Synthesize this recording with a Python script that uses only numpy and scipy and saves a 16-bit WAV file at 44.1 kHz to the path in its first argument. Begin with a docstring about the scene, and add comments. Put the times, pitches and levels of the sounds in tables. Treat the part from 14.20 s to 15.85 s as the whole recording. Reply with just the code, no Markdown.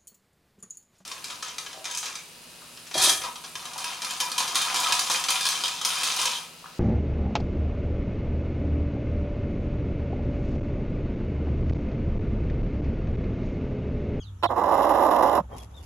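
"""Small birds chirp over a low machine hum in a quiet yard; then a loud, creaking rub covers them
for a second, most likely a finger dragging on the microphone's casing. It sticks and slips some
300 times a second, and every slip knocks the casing's resonances. After it a hen is heard taking
a dust bath: feathers swish and dry soil patters while the birds chirp again."""
import sys
import numpy as np
from scipy import signal
from scipy.fft import rfft, irfft, next_fast_len
from scipy.io import wavfile
from scipy.ndimage import uniform_filter1d, minimum_filter1d

SR = 44100
rng = np.random.default_rng(int(sys.argv[2]) if len(sys.argv) > 2 else 0)


def file_out(sig):
    """Save sig as 16-bit WAV at sys.argv[1]."""
    # one column per channel
    cols = np.atleast_2d(sig).T
    # limit, then scale
    lim = np.clip(cols, -1, 1)
    pcm = np.round(lim * 32767).astype(np.int16)
    wavfile.write(sys.argv[1], SR, pcm)


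N = 72765
T = np.arange(N) / SR


def drag():
    """Uneven stick-slip: each bite sets off sharp slips, which soften to a glide until the next."""
    # drag force: time_s, level_db
    force = [(.293, -15), (.301, -9.5), (.314, -4.5), (.33, -8), (.345, -9), (.372, -2), (.49, -2.5),
             (.53, 0), (.85, -3), (1.04, 1), (1.11, -2), (1.19, -6.5), (1.203, -3.5), (1.216, -36)]
    # runs of sharp slips: start_s, length_s, knock_db, sharp_db
    bites = [(0.29, .005, -2, -8), (0.301, .031, 0.5, -9.5), (0.363, .035, -2, -10.5),
             (.412, .017, -2, -14), (0.436, .012, -1, -8), (0.458, .016, -4, -10.5),
             (0.479, .016, -0.5, -8), (.512, 0.043, -0.5, -4.5), (0.579, 0.036, 0.5, -4.5),
             (0.619, .02, -4, -4.5), (0.64, .018, 0.5, -2.5), (0.67, 0.013, 1, -5.5), (0.692, 0.0092, 0, 0),
             (0.707, .02, 3, -1.5), (.739, .027, 0.5, -2.5), (.774, .054, 1.5, -2.5), (0.826, 0.042, 4, 1),
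             (0.882, .012, 1.5, -7), (0.907, .033, 1.5, -1.5), (.947, .05, -0.5, -5.5),
             (1.009, .007, 3.5, -4), (1.026, .03, 1.5, -1.5), (1.061, .022, -2, -4.5),
             (1.087, .012, -1.5, -7), (1.115, .016, -2, -3), (1.13, .012, 2.5, -2.5),
             (1.15, 0.039, 0.5, 1.5), (1.177, 0.016, 5, -3)]
    # middle casing resonances: freq_hz, width_hz, left_db, right_db
    ring_modes = [(2773, 510, -29, 6), (3490, 730, 1.5, -2), (3886, 180, 4.5, 3), (5270, 250, -2.5, 1.5),
                  (6360, 1400, -10, -13), (7280, 166, -2.5, -2.5)]
    # microphone port resonances: freq_hz, width_hz, left_db, right_db
    port_modes = [(11120, 870, -3, -3.5), (11920, 730, -11, -9), (12030, 240, -10.5, -3.5)]
    slip_hz, slip_jitter = 300.3, 0.2
    accent_db, accent_s = 1, 0.0065
    glide_knock_db, glide_sharp_db = -6, -8.5
    knocks, rings, ticks = 0, 0, 0
    ends_s = [bite[0] for bite in bites[1:]] + [force[-1][0]]
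    for (start_s, length_s, knock_db, sharp_db), end_s in zip(bites, ends_s):
        chance = rng.standard_normal((60, 3))
        waits_s = np.exp(slip_jitter * chance[:, 0]) / slip_hz
        age_s = np.cumsum(waits_s) - waits_s
        in_run = start_s + age_s < end_s
        chance, age_s = chance[in_run], age_s[in_run]
        slips_s, biting = start_s + age_s, age_s < length_s
        force_db = np.interp(slips_s, *np.transpose(force)) + 1.5 * chance[:, 1]
        force_db += accent_db * np.exp(-age_s / accent_s)
        edge_db = sharp_db + np.where(biting, 0, glide_sharp_db)
        knocks += clicks(slips_s, force_db + 14.5 + np.where(biting, knock_db, glide_knock_db))
        rings += clicks(slips_s, force_db - 12 + 0.61 * edge_db + 2 * chance[:, 2])
        ticks += clicks(slips_s, force_db - 4.5 + edge_db + 3 * chance[:, 2])
    ring = resonate(cut(grainy(rings, share=0.078), 2220, "high"), ring_modes)
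    tick = resonate(cut(grainy(ticks, share=0.022), 9430, "high", order=6), port_modes)
    return knock(knocks) + port_lag(ring + tick)


def grab():
    """The first touch squeaks: a few hard, evenly spaced slips."""
    # slip bursts: start_s, length_s, knock_db, crack_db
    bursts = [(0.2264, .002, -11, -11.5), (.2332, .0135, -2, -3.5), (0.2505, .0095, -3, -12.5)]
    # resonances of the crack: freq_hz, width_hz, left_db, right_db
    crack_modes = [(1320, 120, 15, 15.5), (2240, 610, 3.5, 9), (2880, 750, 0, 9.5), (4060, 500, 2, 7.5),
                   (5510, 140, -2, -4), (6760, 1200, -22, -15), (10450, 790, -9.5, -9)]
    slip_hz = 339.2
    slips = [(start_s + age_s, knock_db, crack_db)
             for start_s, length_s, knock_db, crack_db in bursts
             for age_s in np.arange(0, length_s, 1 / slip_hz)]
    slips_s, knock_db, crack_db = np.transpose(slips)
    cracks = grainy(clicks(slips_s, crack_db - 4), share=0.14)
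    crack = resonate(cut(cracks, 1390, "high"), crack_modes)
    return knock(clicks(slips_s, knock_db + 16.5)) + port_lag(crack)


def knock(slips):
    """The soft part of the slips rings the casing's low resonances."""
    # low casing resonances: freq_hz, width_hz, left_db, right_db
    body_modes = [(177, 72, -9, -10.5), (311, 106, -5.5, -2.5), (563, 79, 0, 7.5), (696, 67.7, -5.5, 10),
                  (817, 167, -1.5, 9), (1066, 213.5, -1, 5.5), (1262.5, 40, -22, 0.5),
                  (1480, 1000, -26.5, -17.5), (2065, 136, -12, -10.5)]
    body = resonate(grainy(slips, share=0.047), body_modes)
    return cut(body, 1760, "low", order=5)


def grainy(slips, share):
    """Each slip trails a puff of friction noise."""
    return slips + share * trail(slips, decay_s=0.0037) * rng.standard_normal(N)


def resonate(x, modes):
    """Parallel resonances of alternating sign, each with its own gain at the two ports."""
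    out = np.zeros((2, N))
    for k, (hz, width_hz, left_db, right_db) in enumerate(modes):
        radius = np.exp(-np.pi * width_hz / SR)
        forward = np.array([1, 0, -1]) * (1 - radius ** 2) / 2
        feedback = [1, -2 * radius * np.cos(2 * np.pi * hz / SR), radius ** 2]
        ring = signal.lfilter(forward, feedback, x + 1e-18)
        out += (-1) ** k * from_db([[left_db], [right_db]]) * ring
    return out


def port_lag(treble, lag_s=0.00016):
    """The treble reaches the right port later."""
    left, right = treble
    size = next_fast_len(N + SR)
    delay = np.exp(-2j * np.pi * np.fft.rfftfreq(size, 1 / SR) * lag_s)
    return np.array([left, irfft(rfft(right, size) * delay, size)[:N]])


def lift(centre_s=1.21, width_s=0.0072, pitch_hz=183, level_db=-28):
    """The casing thuds softly as the contact lets go."""
    age_s = T - centre_s
    return from_db(level_db) * np.exp(-(age_s / width_s) ** 2) * np.sin(2 * np.pi * pitch_hz * age_s)


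def hen():
    """Each feather stroke pushes air and throws up dust; a few crumbs land hard."""
    # feather strokes: peak_s, rise_s, fall_s, swish_db, dust_db
    strokes = [(1.24, 0.02, 0.02, -52.5, -77), (1.337, 0.034, 0.056, -41, -66.5),
               (1.385, .018, 0.038, -66, -56), (1.431, 0.015, 0.022, -50.5, -58.5),
               (1.59, 0.12, 0.058, -55, -70), (1.645, 0.061, .03, -66, -62.5)]
    # feather noise: freq_hz, density_db
    swish_spectrum = [(120, -7), (230, -5.5), (400, -5), (700, -6.5), (950, -1), (1300, -26), (1800, -19.5),
                      (4000, -51)]
    # soil noise: freq_hz, density_db
    dust_spectrum = [(1200, -22), (2200, 0), (4000, -6.5), (5500, -0.5), (7500, -4), (9000, -37),
                     (11000, 5.5), (12500, -15), (14000, -32)]
    # crumb impacts: time_s, level_db
    landings = [(1.37, -49), (1.3827, -37.5), (1.4295, -64), (1.435, -55), (1.635, -58), (1.644, -48)]
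    swish, dust = 0, 0
    for peak_s, rise_s, fall_s, swish_db, dust_db in strokes:
        swell = np.exp(-((T - peak_s) / np.where(T < peak_s, rise_s, fall_s)) ** 2)
        swish += from_db(swish_db) * swell
        dust += from_db(dust_db) * swell
    feathers = swish * noise(swish_spectrum)
    crumbs = trail(clicks(*np.transpose(landings)), decay_s=0.0011)
    grain_db = 5.5 * drift(rate_hz=650)
    return feathers + (dust * from_db(grain_db) + crumbs) * noise(dust_spectrum)


def birds():
    """Short whistled glides with a weak overtone, scattered by the yard."""
    # chirps: start_s, length_s, first_hz, middle_hz, last_hz, level_db, overtone_db, pan_db
    chirps = [(-.01, 0.053, 3290, 3230, 2650, -48.5, -9, 3.5),
              (.01, 0.072, 5540, 4140, 3250, -57.5, -32, -13),
              (0.061, 0.041, 3930, 3600, 3160, -52.5, -42, -4),
              (0.184, 0.054, 5380, 5600, 5300, -68, -40, 14),
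              (.256, 0.035, 4560, 3680, 3100, -43.5, -49, -5),
              (1.315, .048, 3250, 3186, 3170, -54.5, -35, -4),
              (1.334, .045, 3630, 3810, 3450, -64.5, -35, 0), (1.378, 0.051, 3470, 3356, 3200, -51, -35, 5),
              (1.534, .04, 3240, 3757, 3500, -56.5, -35, 10), (1.557, 0.041, 3760, 3570, 3340, -49, -16, 1),
              (1.59, .055, 3120, 2860, 2830, -68.5, -35, -17)]
    out = np.zeros((2, N))
    for start_s, length_s, *glide_hz, level_db, overtone_db, pan_db in chirps:
        progress = np.clip((T - start_s) / length_s, 0, 1)
        pitch_hz = np.polyval(np.polyfit([0, 0.5, 1], glide_hz, 2), progress)
        wobble = 1 + 0.0079 * drift(rate_hz=1100)
        phase = 2 * np.pi * np.cumsum(pitch_hz * wobble) / SR
        whistle = np.sin(phase) + from_db(overtone_db) * np.sin(2 * phase)
        flutter_db = 0.5 * drift(rate_hz=180)
        envelope = from_db(level_db + flutter_db) * np.sin(np.pi * progress)
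        pan = from_db([[pan_db / 2], [-pan_db / 2]])
        out += pan * envelope * whistle
    return scatter(out)


def scatter(x, decay_s=0.025, delay_s=0.0029, wet_db=-4.5):
    """Fence and leaves add a short diffuse tail, different on each side."""
    age_s = T[:SR // 8]
    tail = rng.standard_normal((2, len(age_s))) * np.exp(-age_s / decay_s) * (age_s > delay_s)
    tail /= np.sqrt(np.sum(tail ** 2, axis=1, keepdims=True))
    return x + from_db(wet_db) * signal.fftconvolve(x, tail, axes=1)[:, :N]


def hum(lines_hz=(62.6, 99.3), waver_hz=3.67):
    """A distant machine hums on two wavering lines."""
    # rms of the hum lines: time_s, lower_db, upper_db
    levels = [(0, -51, -41.5), (.3, -50, -43.5), (.5, -48, -54.5), (1.2, -46, -52.5), (1.65, -48, -49)]
    times_s, *lines_db = np.transpose(levels)
    out = 0
    for hz, line_db in zip(lines_hz, lines_db):
        phase = 2 * np.pi * np.cumsum(hz + waver_hz * drift(rate_hz=14)) / SR
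        out += np.sqrt(2) * from_db(np.interp(T, times_s, line_db)) * np.sin(phase)
    return out


def air(level_db=-47.5):
    """Still yard air: faint, steady, mostly low noise."""
    # background noise: freq_hz, density_db
    spectrum = [(25, -15), (45, -8), (75, 3.5), (130, -9), (200, -15), (350, -27), (620, -31.5),
                (1300, -27), (2000, -42), (3200, -36), (5000, -53.5), (7200, -34.5), (9000, -84),
                (11000, -34), (12500, -59), (14000, -82.5)]
    return from_db(level_db) * noise(spectrum)


def noise(spectrum):
    """Stereo noise shaped in third-octave bands, wider in the treble; rms 1."""
    # left-right likeness: freq_hz, correlation
    likeness = [(60, 1), (200, 0.98), (600, 0.28), (2000, 0.25), (6000, 0.13), (12000, 0.13)]
    edges_hz = np.geomspace(22, 15000, 29)
    white = rng.standard_normal((2, 2, N))
    out = 0
    for k, (low_hz, high_hz) in enumerate(zip(edges_hz, edges_hz[1:])):
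        mid, side = cut(white[k % 2], [low_hz, high_hz], "band")
        centre_hz = np.sqrt(low_hz * high_hz)
        alike = at_hz(likeness, centre_hz)
        band = np.sqrt(1 + alike) * mid + np.sqrt(1 - alike) * side * [[1], [-1]]
        out += from_db(at_hz(spectrum, centre_hz)) * band
    return out / np.sqrt(np.mean(out ** 2))


def clicks(times_s, levels_db):
    """One impulse per time and level."""
    out = np.zeros(N)
    np.add.at(out, (times_s * SR).astype(int), from_db(levels_db))
    return out


def trail(x, decay_s):
    """Give each impulse an exponential decay."""
    return signal.lfilter([1], [1, -np.exp(-1 / (decay_s * SR))], x + 1e-18)


def drift(rate_hz):
    """Unit normal draws joined by straight lines."""
    knots = rng.standard_normal(4000)
    return np.interp(T * rate_hz, np.arange(len(knots)), knots)


def cut(x, hz, kind, order=2):
    """Butterworth filter."""
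    return signal.sosfilt(signal.butter(order, hz, kind, fs=SR, output="sos"), x + 1e-18)


def at_hz(points, hz):
    """Interpolate on a log-frequency axis."""
    freqs_hz, values = np.transpose(points)
    return np.interp(np.log(hz), np.log(freqs_hz), values)


def from_db(db):
    """Decibels to gain."""
    return 10 ** (np.asarray(db) / 20)


def scene():
    """The rub on the casing in front; hen, birds and yard behind."""
    return grab() + drag() + lift() + hen() + birds() + air() + hum()


def record(dry):
    """A quick limiter holds the hardest slips down; the top is cut steeply."""
    threshold_db, release_db_per_s, limit_share, stopband_hz = -9, 503.5, 0.71, 14400
    peak_db = 20 * np.log10(np.abs(dry).max(axis=0) + 1e-9)
    over_db = np.maximum(peak_db - threshold_db, 0)
    release_db = release_db_per_s * T
    held_db = np.maximum.accumulate(over_db + release_db) - release_db
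    gain_db = limit_share * uniform_filter1d(minimum_filter1d(-held_db, size=65), size=65)
    lowpass = signal.cheby2(14, 60, stopband_hz, fs=SR, output="sos")
    return signal.sosfilt(lowpass, dry * from_db(gain_db))


dry = scene()
out = record(dry)
file_out(out)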